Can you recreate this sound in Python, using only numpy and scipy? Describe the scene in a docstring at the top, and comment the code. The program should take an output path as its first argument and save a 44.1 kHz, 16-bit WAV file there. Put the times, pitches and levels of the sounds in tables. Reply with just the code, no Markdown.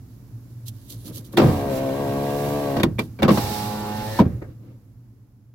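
"""At a van's sliding door, a power window is heard from close by over the low hum of the idling van.
A gloved finger finds the switch; the motor drags the glass slowly one way, then runs faster back.
The rotor forces the door to vibrate at harmonics of its rate, the worm gear adds a throbbing noise,
and sliding friction makes the glass hiss in its seals. At each start and stop, impacts excite the
damped modes of the hollow door and rattle its trim."""
import sys
import numpy as np
from scipy import signal
from scipy.fft import rfft, irfft, next_fast_len
from scipy.io import wavfile
from scipy.ndimage import uniform_filter1d

SR = 44100
rng = np.random.default_rng(int(sys.argv[2]) if len(sys.argv) > 2 else 0)


def unload_wav(signal):
    """Save mono or channel-first audio to the path in sys.argv[1] as 16-bit WAV at rate SR, clipped to [-1, 1]."""
    wavfile.write(
        sys.argv[1],
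        SR,
        np.round(np.clip(np.atleast_2d(signal).T, -1, 1) * 32767).astype(np.int16),
    )


N = 244314
TIME = np.arange(N) / SR


def from_db(db):
    """Amplitude ratio of a level in decibels."""
    return 10 ** (np.asarray(db) / 20)


def rms_one(x):
    """Normalisation to unit mean power."""
    return x / np.sqrt(np.mean(x ** 2) + 1e-20)


def in_time(rows):
    """Linear interpolation of each column of a time curve at every sample."""
    times, *columns = np.transpose(rows)
    return [np.interp(TIME, times, column) for column in columns]


def at_hz(points, hz, column=1):
    """Interpolation on a logarithmic frequency axis."""
    points = np.array(points)
    return np.interp(np.log(np.maximum(hz, 1)), np.log(points[:, 0]), points[:, column])


def drift(rate_hz):
    """Random modulation: low-pass noise of unit power."""
    pole = np.exp(-80 * np.pi * rate_hz / SR)
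    white = rng.standard_normal(N // 40 + 2002)
    slow = signal.lfilter([1], [1, -2 * pole, pole * pole], white)[2000:]
    return np.interp(np.arange(N) / 40, np.arange(len(slow)), rms_one(slow))


def gate(start, stop, rise, fall):
    """Trapezoidal envelope, times in seconds."""
    return np.clip((TIME - start) / rise, 0, 1) * np.clip((stop - TIME) / fall, 0, 1)


def swells(rows):
    """Incoherent addition: an envelope of Gaussian pulses summed in power."""
    return np.sqrt(sum(from_db(db) ** 2 * np.exp(-.5 * ((TIME - s) / half) ** 2)
                       for s, db, half in rows))


def pan(db):
    """Constant-power gains for a left-right level difference."""
    return from_db(np.array([[.5], [-.5]]) * db) / np.sqrt(np.cosh(db * np.log(10) / 20))


# likeness of the two channels: (frequency [Hz], correlation [-])
COHERENCE = [(25, .94), (100, .98), (200, .97), (500, .7), (1000, .45), (2000, -.1), (4000, 0), (16000, 0)]
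# their balance: (frequency [Hz], left minus right [dB])
BALANCE = [(60, -3), (200, -2), (380, 2), (700, 1), (1290, 4), (1900, 2.5), (2400, -4), (3200, -6.5),
           (4400, -3), (7000, -3), (9000, -10), (15000, -7)]
def two_ears(mid, side, hz):
    """Partial coherence: two independent signals mix into a pair alike in bass, unlike in treble."""
    alike = np.clip(at_hz(COHERENCE, hz), -.99, .99)
    pair = np.sqrt(1 + alike) * mid + np.sqrt(1 - alike) * side * [[1], [-1]]
    return pair * pan(at_hz(BALANCE, hz))


def noise(spectrum):
    """Spectral shaping: stereo noise of unit power, rolling off beyond the ends of its spectrum."""
    size = next_fast_len(N)
    hz = np.fft.rfftfreq(size, 1 / SR) + 1
    rolloff = 1 / np.sqrt((1 + (spectrum[0][0] / hz) ** 6) * (1 + (hz / spectrum[-1][0] / 1.2) ** 6))
    mid, side = rfft(rng.standard_normal((2, size)))
    shaped = two_ears(mid, side, hz) * rolloff * from_db(at_hz(spectrum, hz))
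    return rms_one(irfft(shaped, size)[:, :N])


# background, sinking as the listener turns from the open door: (time [s], rumble [dB], air [dB])
IDLE_LEVELS = [(0, -41, -62.5), (4.3, -38, -58), (4.55, -43.5, -67.5), (5.54, -50.5, -75.5)]
# spectra of the rumble and the airy hiss: (frequency [Hz], relative density [dB])
RUMBLE_SPECTRUM = [(25, -25), (55, -8), (85, -13), (105, 1), (130, -3), (155, -16.5), (210, -12.5),
                   (270, -13), (330, -21.5), (400, -26.5), (650, -34.5), (1100, -38.5), (2500, -47.5)]
AIR_SPECTRUM = [(1500, 0), (3000, -7), (5000, 0), (7300, -2), (8400, -6), (11000, 0.5), (14000, 1.5),
                (16000, -1)]
def idling_van(hum_hz, hum_db, rumble_db, air_db):
    """Tone in noise: a hum wavering in amplitude and frequency, in a low rumble under faint hiss."""
    rumble, air = in_time(IDLE_LEVELS)
    hum_gain = from_db(hum_db + 3.8 * drift(5.2))
    hum = hum_gain * np.sin(2 * np.pi * np.cumsum(hum_hz + 1.32 * drift(4)) / SR)
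    engine = from_db(rumble) * (hum + from_db(rumble_db) * noise(RUMBLE_SPECTRUM))
    return engine + from_db(air + air_db) * noise(AIR_SPECTRUM)


def early_reflections(direct, gain, decay_s, edge_hz):
    """Interference: echoes off armrest, pillar and seat ripple the treble, differently on each side."""
    size = next_fast_len(N + 2000)
    hz, age = np.fft.rfftfreq(size, 1 / SR), np.arange(1500) / SR
    echoes = rng.standard_normal((2, len(age))) * np.exp(-age / decay_s)
    echoes /= np.sqrt(np.sum(echoes ** 2, axis=1, keepdims=True))
    highpass = gain * 1j * hz / (edge_hz + 1j * hz)
    response = (1 + highpass * rfft(echoes, size)) / np.sqrt(1 + abs(highpass) ** 2)
    return irfft(rfft(direct, size) * response, size)[:, :N]


# glove on the switch: (time [s], catch [dB], slide [dB], slide half-width [s], bump [dB])
GLOVE_TOUCHES = [(.668, -43, -36, 0.005, -62), (.902, -42.5, -39.5, 0.013, -44),
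                 (1.059, -51, -41.5, 0.013, -35.5), (1.152, -56, -39, 0.015, -40.5),
                 (1.25, -47.5, -51.5, .008, -48), (1.331, -47, -53, 0.0064, -35.5),
                 (3.017, -60, -51.5, 0.018, -54)]
# its squeak: (time [s], frequency [Hz], level [dB])
GLOVE_SQUEAK = [(.96, 10200, -66), (1.0, 10500, -60), (1.05, 11200, -55), (1.08, 11000, -57),
                (1.14, 10200, -66)]
# its rustle, and handling bumps once the window has stopped: (time [s], level [dB], half-width [s])
GLOVE_RUSTLES = [(.12, -68, .04), (.51, -66, .02), (1.0, -55, 0.15)]
HANDLING_BUMPS = [(4.34, -43.5, 0.04), (4.5, -44.5, 0.024), (4.68, -47, 0.041)]
# spectra of the rubbing and the bumps: (frequency [Hz], relative density [dB])
GLOVE_SPECTRUM = [(1800, -16.5), (2600, -11.5), (3100, -0.5), (3450, 1), (3900, -1), (5000, -2.5),
                  (7000, -4), (8400, -4.5), (11000, 0), (13000, 2), (16000, -6)]
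BUMP_SPECTRUM = [(70, -16), (130, 6.5), (330, 1.5), (420, -8), (540, -5), (750, -22), (1500, -25.5),
                 (3000, -30.5)]
def gloved_hand(grain_db):
    """Stick-slip friction: rubber catches, slides and squeaks on the switch; the hand bumps the trim."""
    catch_half_s, slide_delay_s, bump_half_s, bump_delay_s = 0.0037, 0.016, 0.022, 0.034
    hz, db = in_time(GLOVE_SQUEAK)
    phase = 2 * np.pi * np.cumsum(hz * (1 + 0.0026 * drift(200))) / SR
    squeak = gate(GLOVE_SQUEAK[0][0], GLOVE_SQUEAK[-1][0], .02, .02) * from_db(db) * np.sin(phase)
    strokes, pushes = list(GLOVE_RUSTLES), list(HANDLING_BUMPS)
    for s, catch_db, slide_db, half, bump_db in GLOVE_TOUCHES:
        strokes += [(s, catch_db, catch_half_s), (s + slide_delay_s, slide_db, half)]
        pushes += [(s + bump_delay_s, bump_db, bump_half_s)]
    slips = rms_one(from_db(grain_db * drift(250)) * noise(GLOVE_SPECTRUM))
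    return swells(strokes) * slips + squeak * pan(3) + swells(pushes) * noise(BUMP_SPECTRUM)


# small shifts of the glass: (time [s], level [dB], half-width [s])
GLASS_SHIFTS = [(4.28, -44, 0.034), (4.37, -54, 0.0368), (4.425, -33, 0.0039), (4.44, -41.5, .011),
                (4.48, -61, 0.015)]
# their spectrum: (frequency [Hz], relative density [dB])
SHIFT_SPECTRUM = [(300, 10), (550, 6.5), (1100, -13), (1500, -8), (2050, -11), (2500, -22.5), (3200, -31.5),
                  (4500, -32)]
def settling_glass():
    """Contact noise: faint bursts as the glass settles in its channel."""
    return swells(GLASS_SHIFTS) * noise(SHIFT_SPECTRUM)


# snaps of the switch and drive: (time [s], level [dB], half-width [s])
SNAP_PULSES = [(1.3745, -18.5, 0.0018), (2.835, -14, 0.0013), (2.8385, -25, 0.00091), (2.993, -24, 0.0015),
               (3.2315, -19.5, 0.0011)]
# their spectrum: (frequency [Hz], relative density [dB])
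SNAP_SPECTRUM = [(700, 2), (1200, -5.5), (1800, 4), (2400, 5.5), (2900, -4.5), (3550, 10), (4400, -7),
                 (6000, -11.5), (8500, -10.5), (11500, -9), (13000, -11), (16000, -12)]
def plastic_snaps():
    """Impulsive excitation: brief contacts of hard plastic give broadband bursts."""
    return swells(SNAP_PULSES) * noise(SNAP_SPECTRUM)


# the glass butting into its frame: (time [s], frequency [Hz], level [dB], half-width [s])
FRAME_SHOVES = [(1.392, 348.7, -10, 0.013), (1.46, 138.2, -7.5, 0.0085), (3.314, 205, -7, 0.004),
                (4.194, 1000, -10.5, 0.0021), (4.209, 211.4, -6, .004), (4.264, 134.5, -14.5, 0.0051)]
def panel_booms():
    """Heavy damping: under a shove one panel resonance swells for a few cycles and dies at once."""
    out = 0
    for s, hz, db, half in FRAME_SHOVES:
        envelope = from_db(db) * np.exp(-.5 * ((TIME - s) / half) ** 2)
        out += envelope * np.sin(2 * np.pi * (hz * TIME + rng.random()))
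    return out


# knocks of gear, glass and switch: (time [s], level [dB], hardness [dB/octave],
# rebounds [count, before rounding], ring frequency [Hz], relative ring level [dB])
IMPACTS = [(1.334, -33, -3.3, 0.5, 2370, -14), (1.3733, -10, 1.2, 6.5, 810, -0.5),
           (2.7658, -18.5, -0.5, 0.5, 837, -5.5), (2.7978, -20.5, 0.4, 0, 766, -11),
           (2.833, -11, -1.96, -0.5, 743, -2), (2.9837, -21, -1.2, 0.5, 2370, -6),
           (2.9922, -24.5, 2.5, 0, 2284, 1.5), (3.1886, -27.5, -1, 1, 2320, -5),
           (3.2212, -10, -.7, 2.5, 795, -8.5), (3.28, -10.5, .2, 2, 1100, -2),
           (3.373, -19, 1.3, -1, 830, -8), (4.1881, -9.5, -1.87, 1, 910, -1),
           (4.2071, -17, -4.5, -0.5, 775, -12), (4.2538, -28.5, -5.5, -0.5, 856, -11)]
def contacts():
    """Inelastic collision: each knock is followed by its rebounds, each weaker and duller."""
    rebound_s, spread, loss_db, dulling_db_per_octave = .0093, 1.38, 1.36, 0.97
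    rows = []
    for s, db, hardness, rebounds, ring_hz, ring_db in IMPACTS:
        rebounds = max(round(rebounds), 0)
        for k in range(rebounds + 1):
            slack_db = 3 if k == 0 and rebounds else 0   # a lighter first touch takes up the slack
            rows.append((s + rebound_s * k ** spread, db - loss_db * k - slack_db,
                         hardness - dulling_db_per_octave * k, ring_hz, ring_db))
    return rows


# force of a blow of middling hardness: (frequency [Hz], relative level [dB])
FORCE_SPECTRUM = [(200, -0.5), (600, 0), (2500, -2.5), (7000, -18.5)]
def force_db(db, hardness, hz, pivot_hz=450):
    """Impact spectrum: a harder blow tilts the force towards the treble."""
    octaves = np.log2(np.clip(hz, FORCE_SPECTRUM[0][0], FORCE_SPECTRUM[-1][0]) / pivot_hz)
    return db + at_hz(FORCE_SPECTRUM, hz) + hardness * octaves


def impulses(hz, lag_s):
    """Excitation at one frequency: an impulse per contact; the heavy panel answers later in the bass."""
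    s, db, hardness, *_ = np.transpose(contacts())
    arrivals = np.round((s + lag_s / (1 + hz / 500)) * SR).astype(int)
    clicks = np.zeros(N)
    clicks[arrivals] = from_db(force_db(db, hardness, hz))
    return clicks + 1e-18


def part_ring(level_db, t60, rise_s, detune, drive_hz=2460):
    """Free vibration: each struck plastic or metal part rings briefly near its natural frequency."""
    out = 0
    for s, db, hardness, hz, ring_db in contacts():
        age = np.clip(TIME - s, 0, 1)
        start_db = force_db(db, hardness, drive_hz) + ring_db + level_db
        envelope = from_db(start_db - 60 * age / t60) * (1 - np.exp(-age / rise_s))
        tone = np.sin(2 * np.pi * hz * (1 + detune * rng.standard_normal()) * age)
        out += envelope * tone * pan(at_hz(BALANCE, hz))
    return out


# dense resonances of the trim: (frequency [Hz], band gain [dB], 60 dB decay time [s])
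TRIM_BANDS = [(89.6, -19.5, 0.74), (255, -8, .25), (504, -9.5, 0.13), (1010, -9, 0.072), (1990, -13, 0.057),
              (3980, -7, 0.069), (6070, -6.5, 0.041), (8500, -11, 0.015), (13000, 0, 0.019)]
def trim_rattle(level_db, lag_s, attack_s, cabin_db, cabin_t60):
    """Modal overlap: countless trim resonances decay as bands of noise; the cabin adds a faint tail."""
    out, edges = 0, np.geomspace(70, 17000, 15)
    white = rng.standard_normal((2, 2, N))
    attack = np.exp(-1 / (attack_s * SR))
    for k, (low, high) in enumerate(zip(edges, edges[1:])):
        hz = np.sqrt(low * high)
        bandpass = signal.butter(2, [low, high], "band", fs=SR, output="sos")
        mid, side = signal.sosfilt(bandpass, white[k % 2])
        energy = impulses(hz, lag_s) ** 2
        direct, cabin = (signal.lfilter([1], [1, -from_db(-60 / (t60 * SR)) ** 2], energy)
                         for t60 in (at_hz(TRIM_BANDS, hz, column=2), cabin_t60))
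        power = signal.lfilter([1 - attack], [1, -attack], direct + from_db(cabin_db) ** 2 * cabin)
        out += np.sqrt(power) * from_db(at_hz(TRIM_BANDS, hz)) * rms_one(two_ears(mid, side, hz))
    return from_db(level_db) * out


# modes of the hollow door: (frequency [Hz], gain [dB], 60 dB decay time before padding [s])
HOLLOW_MODES = [(45.3, -21.5, .4), (91.4, -11, .22), (126, -9.5, 0.056), (165.7, -4, 0.12),
                (213.5, 1.5, .12), (257, -1.5, 0.11), (337.2, -3, 0.12), (381.3, -3.5, .09),
                (484, -3.5, 0.057), (570.4, -2, 0.073), (716, -6.5, 0.018), (837, -16.5, 0.083),
                (1050, -4, 0.021), (1590, -14, 0.071), (1914, -13.5, 0.3), (2340, -23.5, 0.07),
                (3130, -25.5, 0.063), (3570, -18.5, .07), (4486, -13, 0.065)]
def door_ring(level_db, lag_s, scatter_db):
    """Modal superposition: every knock drives the door's modes, each a damped oscillator."""
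    out = 0
    for k, (hz, db, t60) in enumerate(HOLLOW_MODES):
        t60 = min(t60, 220 / hz)   # padded trim lets no mode ring beyond 220 cycles
        radius, angle = from_db(-60 / (t60 * SR)), 2 * np.pi * hz / SR
        drive = impulses(hz, lag_s) * from_db(db + scatter_db * drift(30))
        mode = signal.lfilter([0, np.sin(angle)], [1, -2 * radius * np.cos(angle), radius ** 2], drive)
        out += (-1) ** k * pan(at_hz(BALANCE, hz)) * mode
    return from_db(level_db) * out


# how the door radiates the whine: (frequency [Hz], left minus right [dB])
WHINE_RADIATION = [(110, -3.5), (290, 1.5), (430, -0.5), (510, 8), (640, 9.5), (715, -7.5), (750, -4),
                   (840, -6.5), (940, 4), (1150, -3), (1260, 3.5), (1450, 1), (1780, 9)]
def motor_whine(rotor_hz, harmonics, speeds_hz, flutter_db):
    """Periodic forcing: each rotor turn shakes the door alike, giving harmonics that waver with load.
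    Between the two speeds they slide over the door's resonances and trade strength."""
    low, high = harmonics
    out, blend = 0, np.interp(rotor_hz, speeds_hz, [0, 1])
    for k, (order, high_db) in enumerate(high):
        db = high_db + (1 - blend) * (low[k][1] - high_db if k < len(low) else 0)
        hz = order * np.median(rotor_hz)
        phase = 2 * np.pi * (order * np.cumsum(rotor_hz) / SR + rng.random())
        ear_phase = np.arccos(at_hz(COHERENCE, hz)) * np.array([[.25], [-.25]])
        partial = np.sin(phase + ear_phase + flutter_db * np.log(10) / 20 * drift(9.8))
        out += from_db(db + flutter_db * drift(6.4)) * partial * pan(at_hz(WHINE_RADIATION, hz))
    running_power = uniform_filter1d(np.mean(out ** 2, axis=0), size=8000)
    return out / np.sqrt(running_power)


# spectra of the worm gear and the lower rubbing of the seals: (frequency [Hz], relative density [dB])
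GEAR_SPECTRUM = [(25, -9.5), (55, -1), (80, -3), (120, 0.5), (250, 2), (420, -3.5), (700, -3.5), (1100, -7),
                 (1350, -22), (2000, -26)]
RUB_SPECTRUM = [(900, -19), (1300, -5), (1600, 1), (2000, -2), (2300, 0), (2600, -2), (3500, -2.5),
                (4500, -9.5), (6000, -14.5)]
def window_run(speed_curve, friction_curve, hiss_spectrum, harmonics, speeds_hz, whine_db, gear_db,
               rub_db, hiss_db, easing_db_per_hz, flutter_db, jitter, throb, judder_db):
    """Forced vibration and friction: whine, gear noise and rubbing that throb once a turn, and hiss."""
    rub_follows, judder_s = .45, 0.16
    rotor_hz, = in_time(speed_curve)
    friction_db, = in_time(friction_curve)
    load_db = -easing_db_per_hz * (rotor_hz - np.mean(speeds_hz))   # less load: faster and quieter
    rub_swing_db = rub_follows * (friction_db - np.mean(friction_curve, axis=0)[1])
    rotor_hz *= 1 + jitter * drift(21)
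    # the drive judders until it has taken up the load
    startup_db = judder_db * np.exp(-np.maximum(TIME - speed_curve[0][0], 0) / judder_s)
    pulse = 1 + throb * np.cos(2 * np.pi * np.cumsum(rotor_hz) / SR)
    whine = motor_whine(rotor_hz, harmonics, speeds_hz, flutter_db)
    motor = from_db(load_db + whine_db - startup_db / 2) * whine
    gear = from_db(load_db + gear_db + startup_db) * pulse * noise(GEAR_SPECTRUM)
    rub = from_db(rub_swing_db + rub_db + drift(40)) * pulse * noise(RUB_SPECTRUM)
    hiss = from_db(friction_db + hiss_db + 0.59 * drift(60)) * noise(hiss_spectrum)
    return motor + gear + rub + hiss


# motor speed under heavy load: (time [s], rotation rate [Hz])
SLOW_SPEED = [(1.52, 74.6), (1.6, 69.7), (1.666, 69.7), (1.754, 65.7), (1.838, 68), (1.906, 66.4),
              (2.004, 71.4), (2.07, 68.8), (2.302, 71.4), (2.622, 72.2), (2.72, 68.9), (2.78, 69.5)]
# hiss of the glass in its seals: (time [s], relative level [dB])
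SLOW_FRICTION = [(1.5, -44.5), (1.658, -50.5), (1.778, -43), (1.806, -50.5), (2.224, -48), (2.456, -44),
                 (2.74, -49)]
# its spectrum: (frequency [Hz], relative density [dB])
SLOW_HISS = [(2500, -14.5), (4200, -1.5), (5400, 2), (6500, -2.5), (7800, 1), (8700, -3.5), (10000, -0.5),
             (12000, 3.5), (16000, 1)]
# whine at this run's low and high speed: (harmonic number [-], relative level [dB])
SLOW_WHINE_LOW = [(1, -24.5), (2, -0.5), (3, -5.5), (4, 4), (5, -6.5), (6, -5), (7, -9), (8, 2), (9, -5.5),
                  (10, 2), (11, -22.5), (12, -12.5), (13, -18), (14, -22), (15, -24.5), (16, -15),
                  (17, -32.5)]
SLOW_WHINE_HIGH = [(1, -19), (2, -2.5), (3, -4), (4, -1.5), (5, -7.5), (6, -1), (7, -3.5), (8, -3), (9, -2),
                   (10, -2), (11, -12.5), (12, -13.5), (13, -16), (14, -17.5), (15, -21), (16, -14.5),
                   (17, -31), (18, -37), (19, -39.5), (20, -28.5), (21, -37.5), (22, -24.5), (23, -22.5),
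                   (24, -36.5), (25, -34.5), (26, -36), (27, -26.5), (28, -24.5), (29, -34.5)]
def slow_run():
    """Motor under heavy load: the rotor turns slowly, so the whine has a low fundamental."""
    return gate(1.39, 2.825, 0.038, 0.024) * window_run(
        SLOW_SPEED, SLOW_FRICTION, SLOW_HISS, (SLOW_WHINE_LOW, SLOW_WHINE_HIGH), speeds_hz=[67.5, 71],
        whine_db=-23.5, gear_db=-34.5, rub_db=-43.5, hiss_db=4.0,
        easing_db_per_hz=.05, flutter_db=1.44, jitter=0.0019, throb=0.1, judder_db=7.5)


# motor speed under light load: (time [s], rotation rate [Hz])
FAST_SPEED = [(3.36, 104.3), (3.402, 102.2), (3.486, 104.9), (3.854, 104.9), (4.078, 107.1), (4.14, 109.3),
              (4.18, 110.2)]
# hiss of the glass in its seals: (time [s], relative level [dB])
FAST_FRICTION = [(3.36, -39), (3.542, -38), (3.85, -48.5), (4.17, -44.5)]
# its spectrum: (frequency [Hz], relative density [dB])
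FAST_HISS = [(2500, -5.5), (3700, 4), (4500, 2.5), (5400, 4), (6500, -3), (7800, 0), (8700, -5.5),
             (10000, -2.5), (12000, 1), (16000, -1)]
# whine at this run's low and high speed: (harmonic number [-], relative level [dB])
FAST_WHINE_LOW = [(1, -5), (2, -0.5), (3, -12.5), (4, -10.5), (5, -13), (6, -19.5), (7, -6), (8, 2),
                  (9, -10), (10, -16), (11, -20), (12, -22.5), (13, -18.5), (14, -18), (15, -27.5),
                  (16, -31), (17, -23), (18, -26), (19, -24.5)]
FAST_WHINE_HIGH = [(1, -0.5), (2, -6), (3, -13.5), (4, -17), (5, -6), (6, -8), (7, -14.5), (8, -5.5),
                   (9, -39), (10, -25), (11, -31.5), (12, -31), (13, -24), (14, -30), (15, -22.5),
                   (16, -13), (17, -15.5), (18, -18.5), (19, -31.5)]
def fast_run():
    """Motor under light load: the rotor turns faster, raising every harmonic in proportion."""
    return gate(3.295, 4.225, 0.023, 0.025) * window_run(
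        FAST_SPEED, FAST_FRICTION, FAST_HISS, (FAST_WHINE_LOW, FAST_WHINE_HIGH), speeds_hz=[105, 108.5],
        whine_db=-29, gear_db=-37.5, rub_db=-43.0, hiss_db=5.0,
        easing_db_per_hz=0.45, flutter_db=2.5, jitter=0.00402, throb=.2, judder_db=8.5)


def scene():
    """Superposition: window, knocks and hand, with their reflections, over the idling van."""
    window = slow_run() + fast_run()
    knocks = door_ring(level_db=-4.5, lag_s=.003, scatter_db=2.5)
    knocks += part_ring(level_db=4.5, t60=0.04, rise_s=0.0006, detune=0.018) + panel_booms()
    rattle = trim_rattle(level_db=0.5, lag_s=0.0016, attack_s=0.0031, cabin_db=-30.0, cabin_t60=.4)
    small_sounds = plastic_snaps() + settling_glass() + gloved_hand(grain_db=2.5)
    direct = window + knocks + rattle + small_sounds
    door = early_reflections(direct, gain=0.52, decay_s=0.0076, edge_hz=1300)
    return door + idling_van(hum_hz=117.5, hum_db=0.5, rumble_db=-2.0, air_db=-0.5)


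def record(dry):
    """Soft saturation rounds only the highest peaks; a steep low-pass cuts the top of the treble."""
    ceiling, cutoff_hz = .92, 15950
    rounded = dry / (1 + (dry / ceiling) ** 6) ** (1 / 6)
    return signal.sosfilt(signal.ellip(12, .1, 80, cutoff_hz, fs=SR, output="sos"), rounded)


dry = scene()
out = record(dry)
unload_wav(out)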